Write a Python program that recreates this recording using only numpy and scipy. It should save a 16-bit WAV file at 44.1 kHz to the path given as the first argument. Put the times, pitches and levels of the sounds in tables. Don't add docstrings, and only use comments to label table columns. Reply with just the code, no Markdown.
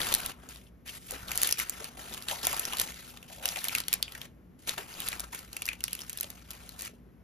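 import sys
import numpy as np
from scipy import signal
from scipy.fft import rfft, irfft, next_fast_len
from scipy.io import wavfile
from scipy.ndimage import uniform_filter1d

SR = 44100
rng = np.random.default_rng(int(sys.argv[2]) if len(sys.argv) > 2 else 0)


def invert_db(x):
    u = np.asarray(x, float) / 20
    return 10 ** u


def store_wav(level_fs):
    pcm = np.round(np.clip(np.atleast_2d(level_fs), -1, 1) * 32767)
    wavfile.write(sys.argv[1], SR, pcm.T.astype(np.int16))


N = 318843

# f/Hz, level/dB
AIR_COLOUR = [(27, -41), (42, -8.5), (60, -2.5), (90, -5), (240, -8.5), (520, -17), (750, -24.5),
              (2000, -31), (4000, -43), (9000, -45.5), (12000, -38.5), (14000, -50.5), (15500, -67)]
AIR_DB = -57.5
# f/Hz, rms level/dB, width/Hz
HUM_TONES = [(57.1, -60, 3.9), (129.7, -68.5, 8.8), (181.3, -65, 8.9), (242, -66.5, 8)]
# f/Hz, time to fall 60 dB (t60)/s
ECHO_T60 = [(400, 0.053), (2000, 0.17), (6000, 0.14), (13000, 0.017)]
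ECHO_DB = -14
# t/s, peak level/dB, hollow tone f/Hz, t60/s
SHEET_BUMPS = [(0.125, -30.5, 864, 0.03), (1.127, -36, 516, 0.077), (1.811, -38.5, 530, 0.14),
               (2.312, -31.5, 750, 0.23), (2.452, -44.5, 830, 0.03), (2.47, -26, 800, 0.019),
               (2.532, -28, 830, 0.074), (2.734, -32.5, 1000, 0.09), (3.302, -44, 700, 0.29),
               (3.385, -43.5, 657, 0.95), (3.45, -36.5, 680, 0.2), (3.529, -38.5, 740, 0.03),
               (3.565, -36, 745, 0.099), (3.673, -37, 767, 0.028), (4.003, -47, 593, 0.032),
               (4.679, -51, 900, 0.14), (4.785, -39.5, 423, 0.13), (5.329, -38, 1010, 0.086),
               (5.716, -34, 2200, 0.022), (6.243, -42.5, 576, 0.049), (6.894, -48, 452, 0.037),
               (6.936, -45.5, 400, 0.037)]

# f/Hz, level/dB
PAPER_COLOUR = [(150, -2), (350, -3.5), (700, -4), (1300, -2.5), (2800, 1), (5500, -3.5), (7000, -0.5),
                (9000, 5.5), (12500, 1), (15000, -5.5), (16600, -62)]
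BOOM_HZ, TOP_HZ = 1290, 7390
# f/Hz, width/Hz, level/dB
TRAY_RINGS = [(745, 150, 3), (1348, 85, 5.5)]

# start t/s, length t/s, rustle level at its middle/dB,
# gain from start to end/dB, boom level re rustle/dB
HAND_STROKES = [(0.0, 0.32, -43, -11.5, -3), (0.319, 0.17, -66.5, 9, 5.5), (0.491, 0.2, -61, -20, -10),
                (0.862, 0.12, -50, -5.5, -10), (0.969, 0.14, -57, 14, -22), (1.098, 0.22, -52.5, -7.5, 0),
                (1.281, 0.23, -43, 0, -6.5), (1.446, 0.12, -43, -17, -18), (1.585, 0.051, -39, -6.5, -10.5),
                (1.612, 0.28, -52.5, 1.5, -4.5), (1.878, 0.081, -63, 8, 3), (1.973, 0.45, -50.5, -0.5, -3),
                (2.282, 0.32, -49.5, -20.5, -10.5), (2.432, 0.49, -44.5, -9.5, -5.5),
                (2.793, 0.07, -40, -14, -7), (2.897, 0.22, -54, 3.5, -9), (3.12, 0.25, -64, -12, -1.5),
                (3.281, 0.22, -54, 0.5, -17), (3.428, 0.39, -44.5, -1, -9.5), (3.831, 0.13, -53.5, 13, -8),
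                (3.96, 0.3, -58, 4.5, -0.5), (4.592, 0.074, -64, 5, -26), (4.676, 0.095, -45.5, -19, -7),
                (4.779, 0.11, -52, -24, -3), (4.876, 0.23, -48, 9, -5), (5.117, 0.24, -57, -25, -1.5),
                (5.326, 0.24, -57.5, -25.5, -8), (5.526, 0.23, -56, -1, -6.5), (5.738, 0.082, -68, 19, 1),
                (5.835, 0.25, -53.5, -2.5, -12), (6.06, 0.18, -56, 10, -15),
                (6.236, 0.34, -62.5, -14.5, -3), (6.489, 0.4, -59.5, -2.5, -1),
                (6.783, 0.094, -48.5, 1.5, -12)]
LAND_DB_PER_S, LIFT_DB_PER_S = 2506.5, 1505
TAIL_DB, TAIL_DB_PER_S = -13, 177
RUB_TOP_DB = -6

# t/s, peak level/dB, ring of the fold f/Hz, top level re peak/dB
CREASE_SNAPS = [(0.0035, -21.5, 2050, -7.5), (0.0164, -17.5, 3720, -10.5), (0.0316, -28.5, 2566, -10.5),
                (0.069, -27.5, 2790, 2.5), (0.0887, -23, 7380, -7), (0.125, -17, 4270, -3.5),
                (0.14, -17.5, 3890, 11), (0.149, -16.5, 4500, 2.5), (0.202, -28, 1975, -2.5),
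                (0.2336, -31.5, 4250, -14.5), (0.261, -26, 3550, 4), (0.3155, -44, 2710, -23),
                (0.4894, -37, 7370, -2), (0.559, -38.5, 3900, -13), (0.667, -51.5, 3260, -14),
                (0.892, -30, 3160, -17.5), (1.109, -32.5, 6750, 9.5), (1.118, -33.5, 1600, 2),
                (1.2833, -30, 4300, -11), (1.3076, -30.5, 1473, -13), (1.3165, -21.5, 2200, 0),
                (1.3555, -37, 1765, 11.5), (1.3758, -25.5, 7330, 15.5), (1.417, -23.5, 3740, 5.5),
                (1.4274, -26, 7120, 7.5), (1.4322, -17.5, 3980, 7.5), (1.446, -23, 3880, -16.5),
                (1.4726, -28.5, 2530, 9.5), (1.4904, -22.5, 2490, -0.5), (1.504, -31, 5090, 2.5),
                (1.511, -23, 7150, 4), (1.525, -14, 4850, 0.5), (1.573, -32.5, 2480, -8),
                (1.5914, -29.5, 6860, 8.5), (1.5992, -18.5, 2226, -3), (1.6962, -32, 6840, 18),
                (1.8434, -28, 4430, -1.5), (1.977, -48, 3470, -2), (2.125, -34, 3900, -8),
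                (2.1389, -28, 5080, -1.5), (2.145, -29.5, 3100, -3), (2.177, -32.5, 2930, -2),
                (2.2234, -34.5, 4500, -2), (2.2847, -20, 3260, -9), (2.3128, -23, 3170, -4.5),
                (2.4303, -30, 3600, -1), (2.447, -22.5, 5010, -10.5), (2.452, -20.5, 4620, 3.5),
                (2.4693, -18.5, 2740, 4.5), (2.5291, -24, 2730, 3), (2.5663, -31.5, 2660, 3.5),
                (2.583, -30.5, 1450, -9), (2.5952, -30.5, 2970, 16), (2.6528, -21, 5500, -3.5),
                (2.7245, -25.5, 2870, -13), (2.734, -20, 2860, -10), (2.77, -28, 3880, 3.5),
                (2.7845, -26.5, 4520, 1.5), (2.7981, -17.5, 4690, 3), (2.8152, -34.5, 6580, 17.5),
                (2.8865, -34, 1970, -19), (2.9425, -38, 5690, -7), (3.173, -37, 3500, -6),
                (3.228, -39.5, 2540, -1.5), (3.456, -16, 3100, 0.5), (3.479, -30.5, 2660, -1),
                (3.4887, -18, 5330, -3.5), (3.528, -35, 2700, -10), (3.5598, -23.5, 2750, -12.5),
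                (3.5702, -31, 2340, -5.5), (3.5886, -24.5, 4400, -14), (3.6421, -28, 2760, 7.5),
                (3.6514, -26.5, 2104, -1.5), (3.6843, -21, 4000, 3.5), (3.694, -26, 2560, -17),
                (3.7505, -12, 2360, -10), (3.7592, -26.5, 2130, -1.5), (3.784, -20.5, 4500, -3.5),
                (3.8029, -24.5, 4630, -1.5), (3.8372, -33.5, 3800, -15), (3.8825, -21.5, 3630, 1),
                (3.9292, -17, 3106, 4.5), (3.938, -21, 1984, 6), (4.027, -13, 4190, -4),
                (4.08, -29.5, 2610, -27), (4.1214, -36, 3880, -3), (4.15, -28.5, 1780, -14),
                (4.1776, -43, 2980, 2), (4.2157, -26.5, 3460, -6.5), (4.6929, -17, 3770, -8.5),
                (4.779, -29.5, 3300, -26), (4.9403, -34.5, 4660, -14), (5.0028, -25, 3650, 1.5),
                (5.0196, -31.5, 2980, -8), (5.0777, -24.5, 4160, -13), (5.0862, -25.5, 4180, 8),
                (5.119, -29, 3520, -9), (5.129, -23.5, 2220, -21), (5.1964, -28.5, 4630, 5.5),
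                (5.204, -30.5, 6400, 7), (5.24, -33, 1327, -14), (5.3322, -36.5, 2070, -3),
                (5.3476, -32.5, 2410, 4), (5.39, -39.5, 4980, 5), (5.5301, -34.5, 4550, 3.5),
                (5.5668, -26, 2450, 1.5), (5.6206, -25, 2566, -0.5), (5.628, -36, 3940, -11),
                (5.6552, -30.5, 5000, 5.5), (5.6637, -36.5, 2490, 12.5), (5.679, -28, 2040, -10.5),
                (5.688, -15.5, 2230, -17.5), (5.731, -30.5, 2405, -9), (5.806, -34, 3010, -2),
                (5.8396, -20, 4650, 4.5), (5.8808, -25.5, 3080, -8.5), (5.9086, -41.5, 2940, 0),
                (5.9311, -25.5, 4930, 6.5), (5.9511, -33, 2640, 6), (5.991, -32.5, 3550, -2.5),
                (6.005, -40, 2770, 2.5), (6.0118, -36, 5220, -2), (6.018, -29.5, 5170, -11),
                (6.096, -35.5, 4200, 11), (6.1006, -38, 2840, 7.5), (6.13, -37.5, 4890, 8.5),
                (6.174, -35, 3470, 7.5), (6.186, -31.5, 4460, -5), (6.2004, -34, 6050, 1.5),
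                (6.2095, -28, 5300, 12), (6.2308, -30.5, 2930, 2.5), (6.2428, -30.5, 3500, -10),
                (6.3025, -37.5, 3800, 7), (6.5062, -36, 3830, 8), (6.5129, -39, 3580, 4.5),
                (6.5327, -41.5, 2500, 2), (6.6916, -36, 4270, 2.5), (6.7924, -35.5, 5330, 1),
                (6.799, -40, 5440, 7), (6.809, -32.5, 4900, 2), (6.8209, -33.5, 7600, 11),
                (6.851, -37.5, 4900, 7.5)]
MIDDLING_DB = -25
SNAP_T60_S, SNAP_HZ = 0.01, 4000
LOWER_RINGS_LONGER, HARDER_IS_SHORTER = 0.75, 0.02
SNAP_BOOM_DB, BOOM_DB_PER_OCTAVE, BOOM_DB_PER_DB = -17, 1.5, -0.43
DULL_RINGS_DB_PER_DB = 0.58

# f/Hz, phase/rad
LEFT_LEAD = [(0, 0), (600, .9), (1100, 1.3), (2840, .5), (5080, .9), (5900, -1), (6900, -1.4), (7800, -3),
             (9500, -3.3), (11000, -5.7), (16200, -6.5)]
# f/Hz, level/dB
LEFT_LOUDER = [(60, 1.4), (250, 1.2), (600, 5.5), (1500, 3), (5500, 3), (7500, 0), (15000, .3)]
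# f/Hz, likeness from 0 to 1
PORT_LIKENESS = [(60, .88), (300, .75), (1000, .58), (5000, .58), (7500, .96), (9800, .96), (12000, .87)]


def evened(x):
    return x / np.sqrt(np.mean(x ** 2) + 1e-20)


def read(points, hz):
    f, value = np.transpose(points)
    return np.interp(np.log(hz + 1), np.log(f + 1), value)


def filtered(x, gain):
    size = next_fast_len(x.shape[-1])
    spectrum = rfft(x, size) * gain(np.fft.rfftfreq(size, 1 / SR))
    return irfft(spectrum, size)[..., :x.shape[-1]]


def air():
    noise = rng.standard_normal((2, N))
    return invert_db(AIR_DB) * evened(filtered(noise, lambda hz: invert_db(read(AIR_COLOUR, hz))))


def hum(steady=0.81):
    out = np.zeros((2, N))
    for hz, db, width in HUM_TONES:
        noise = rng.standard_normal((2, N))
        band = evened(filtered(noise, lambda f: 1 / (1 + ((f - hz) / width) ** 2)))
        tone = steady * np.sin(2 * np.pi * hz * np.arange(N) / SR)
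        out += invert_db(db) * evened(band + tone)
    return out


def kitchen(x):
    taps = np.zeros((3, 2, SR // 3))
    at = np.arange(60, SR // 3 - 20, 20) + rng.integers(0, 20, (3, 2, (SR // 3 - 61) // 20))
    np.put_along_axis(taps, at, rng.choice([-1., 1.], at.shape), 2)
    hz, t, z = signal.stft(taps, SR, nperseg=128)
    fading = invert_db(-60 * t / read(ECHO_T60, hz)[:, None])
    tails = signal.istft(z * fading, SR, nperseg=128)[1]
    rounds = np.arange(N) * 7 / SR + np.arange(3)[:, None, None] / 3
    turns = np.sqrt(2 / 3) * np.cos(2 * np.pi * rounds)
    echoes = signal.fftconvolve(x * turns, tails / np.linalg.norm(tails[0, 0]), axes=2)
    return echoes[..., :N].sum(0)


def bumps(width=0.36, creep=0.094):
    out = np.zeros((2, N + 4096))
    t = (np.arange(4096) - 512) / SR
    for s, db, hz, t60 in SHEET_BUMPS:
        noise = rng.standard_normal((2, len(t)))
        puff = filtered(noise, lambda f: np.exp(-(np.log((f + 1) / hz) / width) ** 2))
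        puff *= invert_db(-60 * np.where(t < 0, -t / creep, t) / t60)
        out[:, round(s * SR):][:, :len(t)] += invert_db(db) * puff / abs(puff[0]).max()
    return out[:, 512:N + 512]


def paper_bands(x):
    below = lambda hz, edge_hz: 1 / (1 + (hz / edge_hz) ** 6)
    shares = (lambda hz: below(hz, BOOM_HZ),
              lambda hz: below(hz, TOP_HZ) - below(hz, BOOM_HZ),
              lambda hz: 1 - below(hz, TOP_HZ))
    colour = lambda hz: invert_db(read(PAPER_COLOUR, hz))
    return [evened(filtered(x, lambda hz: colour(hz) * np.sqrt(abs(share(hz))))) for share in shares]


def strokes():
    t = np.arange(0, N + 64, 64) / SR
    s, length, db, gain_db, boom_db = np.array(HAND_STROKES).T[..., None]
    during = db + gain_db * (np.clip((t - s) / length, 0, 1) - .5)
    landing = -LAND_DB_PER_S * np.maximum(s - t, 0)
    after = np.maximum(t - s - length, 0)
    leaving = np.maximum(-LIFT_DB_PER_S * after, TAIL_DB - TAIL_DB_PER_S * after)
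    each = during + landing + leaving
    return [invert_db(np.interp(np.arange(N) / SR, t, level.max(0))) for level in (each, each + boom_db)]


def random_patches(shape, frames, bins):
    rough = rng.standard_normal(shape)
    return evened(uniform_filter1d(uniform_filter1d(rough, frames, 0), bins, 1)).T


def rustle(per_s=700, spread_db=3.5, clump_db=1.5, grain_t60=0.015, creep=0.43, hiss=0.38,
           smooth_top=4, patchy_db=1.86, banded_db=1.83):
    body_gain, boom_gain = strokes()
    clumps = evened(uniform_filter1d(uniform_filter1d(rng.standard_normal(N), 500), 300))
    sizes_db = spread_db * np.minimum(rng.exponential(1, N), 3) + clump_db * clumps
    folds = invert_db(sizes_db) * (rng.random(N) < per_s / SR)
    t = np.arange(-400, 401) / SR
    grain = invert_db(-60 * np.where(t < 0, -t / creep, t) / grain_t60)
    gate = evened(signal.fftconvolve(folds, grain, "same"))
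    z = signal.stft(rng.standard_normal((2, N)), nperseg=256)[2]
    patches = random_patches(z.shape[:0:-1], 5, 5)
    bands = random_patches(z.shape[:0:-1], 30, 3)
    noise = signal.istft(z * invert_db(patchy_db * patches + banded_db * bands), nperseg=256)[1][:, :N]
    tray = lambda f: invert_db(sum(db / (1 + (2 * (f - hz) / width) ** 2) for hz, width, db in TRAY_RINGS))
    boom, body, top = paper_bands(filtered(noise, tray))
    boom = boom * evened(gate + 3 * hiss)
    body = body * evened(gate + hiss)
    top = invert_db(RUB_TOP_DB) * top * evened(gate + smooth_top * hiss)
    return boom_gain * boom + body_gain * (body + top)


def snap(db, hz, top_db, ring_db=4.0, ring_width=0.22, boom_slower=3, creep=0.11, hold=0.084, thin=0.36):
    t = (np.arange(2048) - 256) / SR
    harder_db = db - MIDDLING_DB
    t60 = SNAP_T60_S * (SNAP_HZ / hz) ** LOWER_RINGS_LONGER * np.exp(-HARDER_IS_SHORTER * harder_db)
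    boom_db = SNAP_BOOM_DB + BOOM_DB_PER_OCTAVE * np.log2(hz / SNAP_HZ) + BOOM_DB_PER_DB * harder_db
    hump_gain = invert_db(ring_db - DULL_RINGS_DB_PER_DB * top_db)
    hump = lambda f: 1 + hump_gain * np.exp(-(np.log((f + 1) / hz) / ring_width) ** 2)
    thinned = lambda x: signal.lfilter(*signal.butter(2, thin * hz, "high", fs=SR), x)
    boom, body, top = paper_bands(filtered(rng.standard_normal((2, len(t))), hump))
    shape = np.where(t < 0, -t / creep, np.maximum(t - hold * t60, 0))
    dying = lambda slower: invert_db(-60 * shape / (t60 * slower))
    burst = thinned(body * dying(1.0))
    peak = 2 * np.sqrt(uniform_filter1d((burst ** 2).mean(0), size=45).max())
    low = invert_db(boom_db) * boom * dying(boom_slower)
    high = invert_db(top_db) * thinned(top * dying(0.75))
    return invert_db(db) / peak * (burst + low + high)


def crackle(per_s=90, level_db=5, spread_db=2.0, low_hz=1500, high_hz=6500, top_db=-10, count=24):
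    rings = np.geomspace(low_hz, high_hz, count)
    kinds = [snap(MIDDLING_DB, hz, top_db) / invert_db(MIDDLING_DB) for hz in rings]
    when, kind, size, keep = rng.random((1500, 4)).T
    hand = strokes()[0][(when * N).astype(int)]
    pop = invert_db(level_db - spread_db * np.log(np.maximum(size, .12)))
    gain = hand * pop * (keep < per_s * N / SR / len(when))
    out = np.zeros((2, N + 2304))
    for at, k, g in np.transpose([when, kind, gain])[gain > 0]:
        out[:, int(at * N):][:, :2048] += g * kinds[int(k * count)]
    return out[:, 256:N + 256]


def creases():
    out = np.zeros((2, N + 2304))
    for s, *row in CREASE_SNAPS:
        out[:, round(s * SR):][:, :2048] += snap(*row)
    return out[:, 256:N + 256]


def scene():
    paper = bumps() + rustle() + crackle() + creases()
    return air() + hum() + invert_db(ECHO_DB) * kitchen(paper) + paper


def roll_off(x):
    return signal.sosfilt(signal.butter(12, 16660, fs=SR, output="sos"), x)


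def record(dry):
    size = 2 * next_fast_len(N // 2 + 2048)
    hz = np.fft.rfftfreq(size, 1 / SR)
    a, b = rfft(dry, size)
    alike = np.clip(read(PORT_LIKENESS, hz), 0, 1)
    phase = np.interp(hz, *np.transpose(LEFT_LEAD))
    tilt = invert_db(read(LEFT_LOUDER, hz) / 2) * np.exp(.5j * phase)
    left = a * tilt
    right = (alike * a + np.sqrt(1 - alike ** 2) * b) / tilt
    ports = irfft([left, right])[:, :N]
    return roll_off(ports)


dry = scene()
out = record(dry)
store_wav(out)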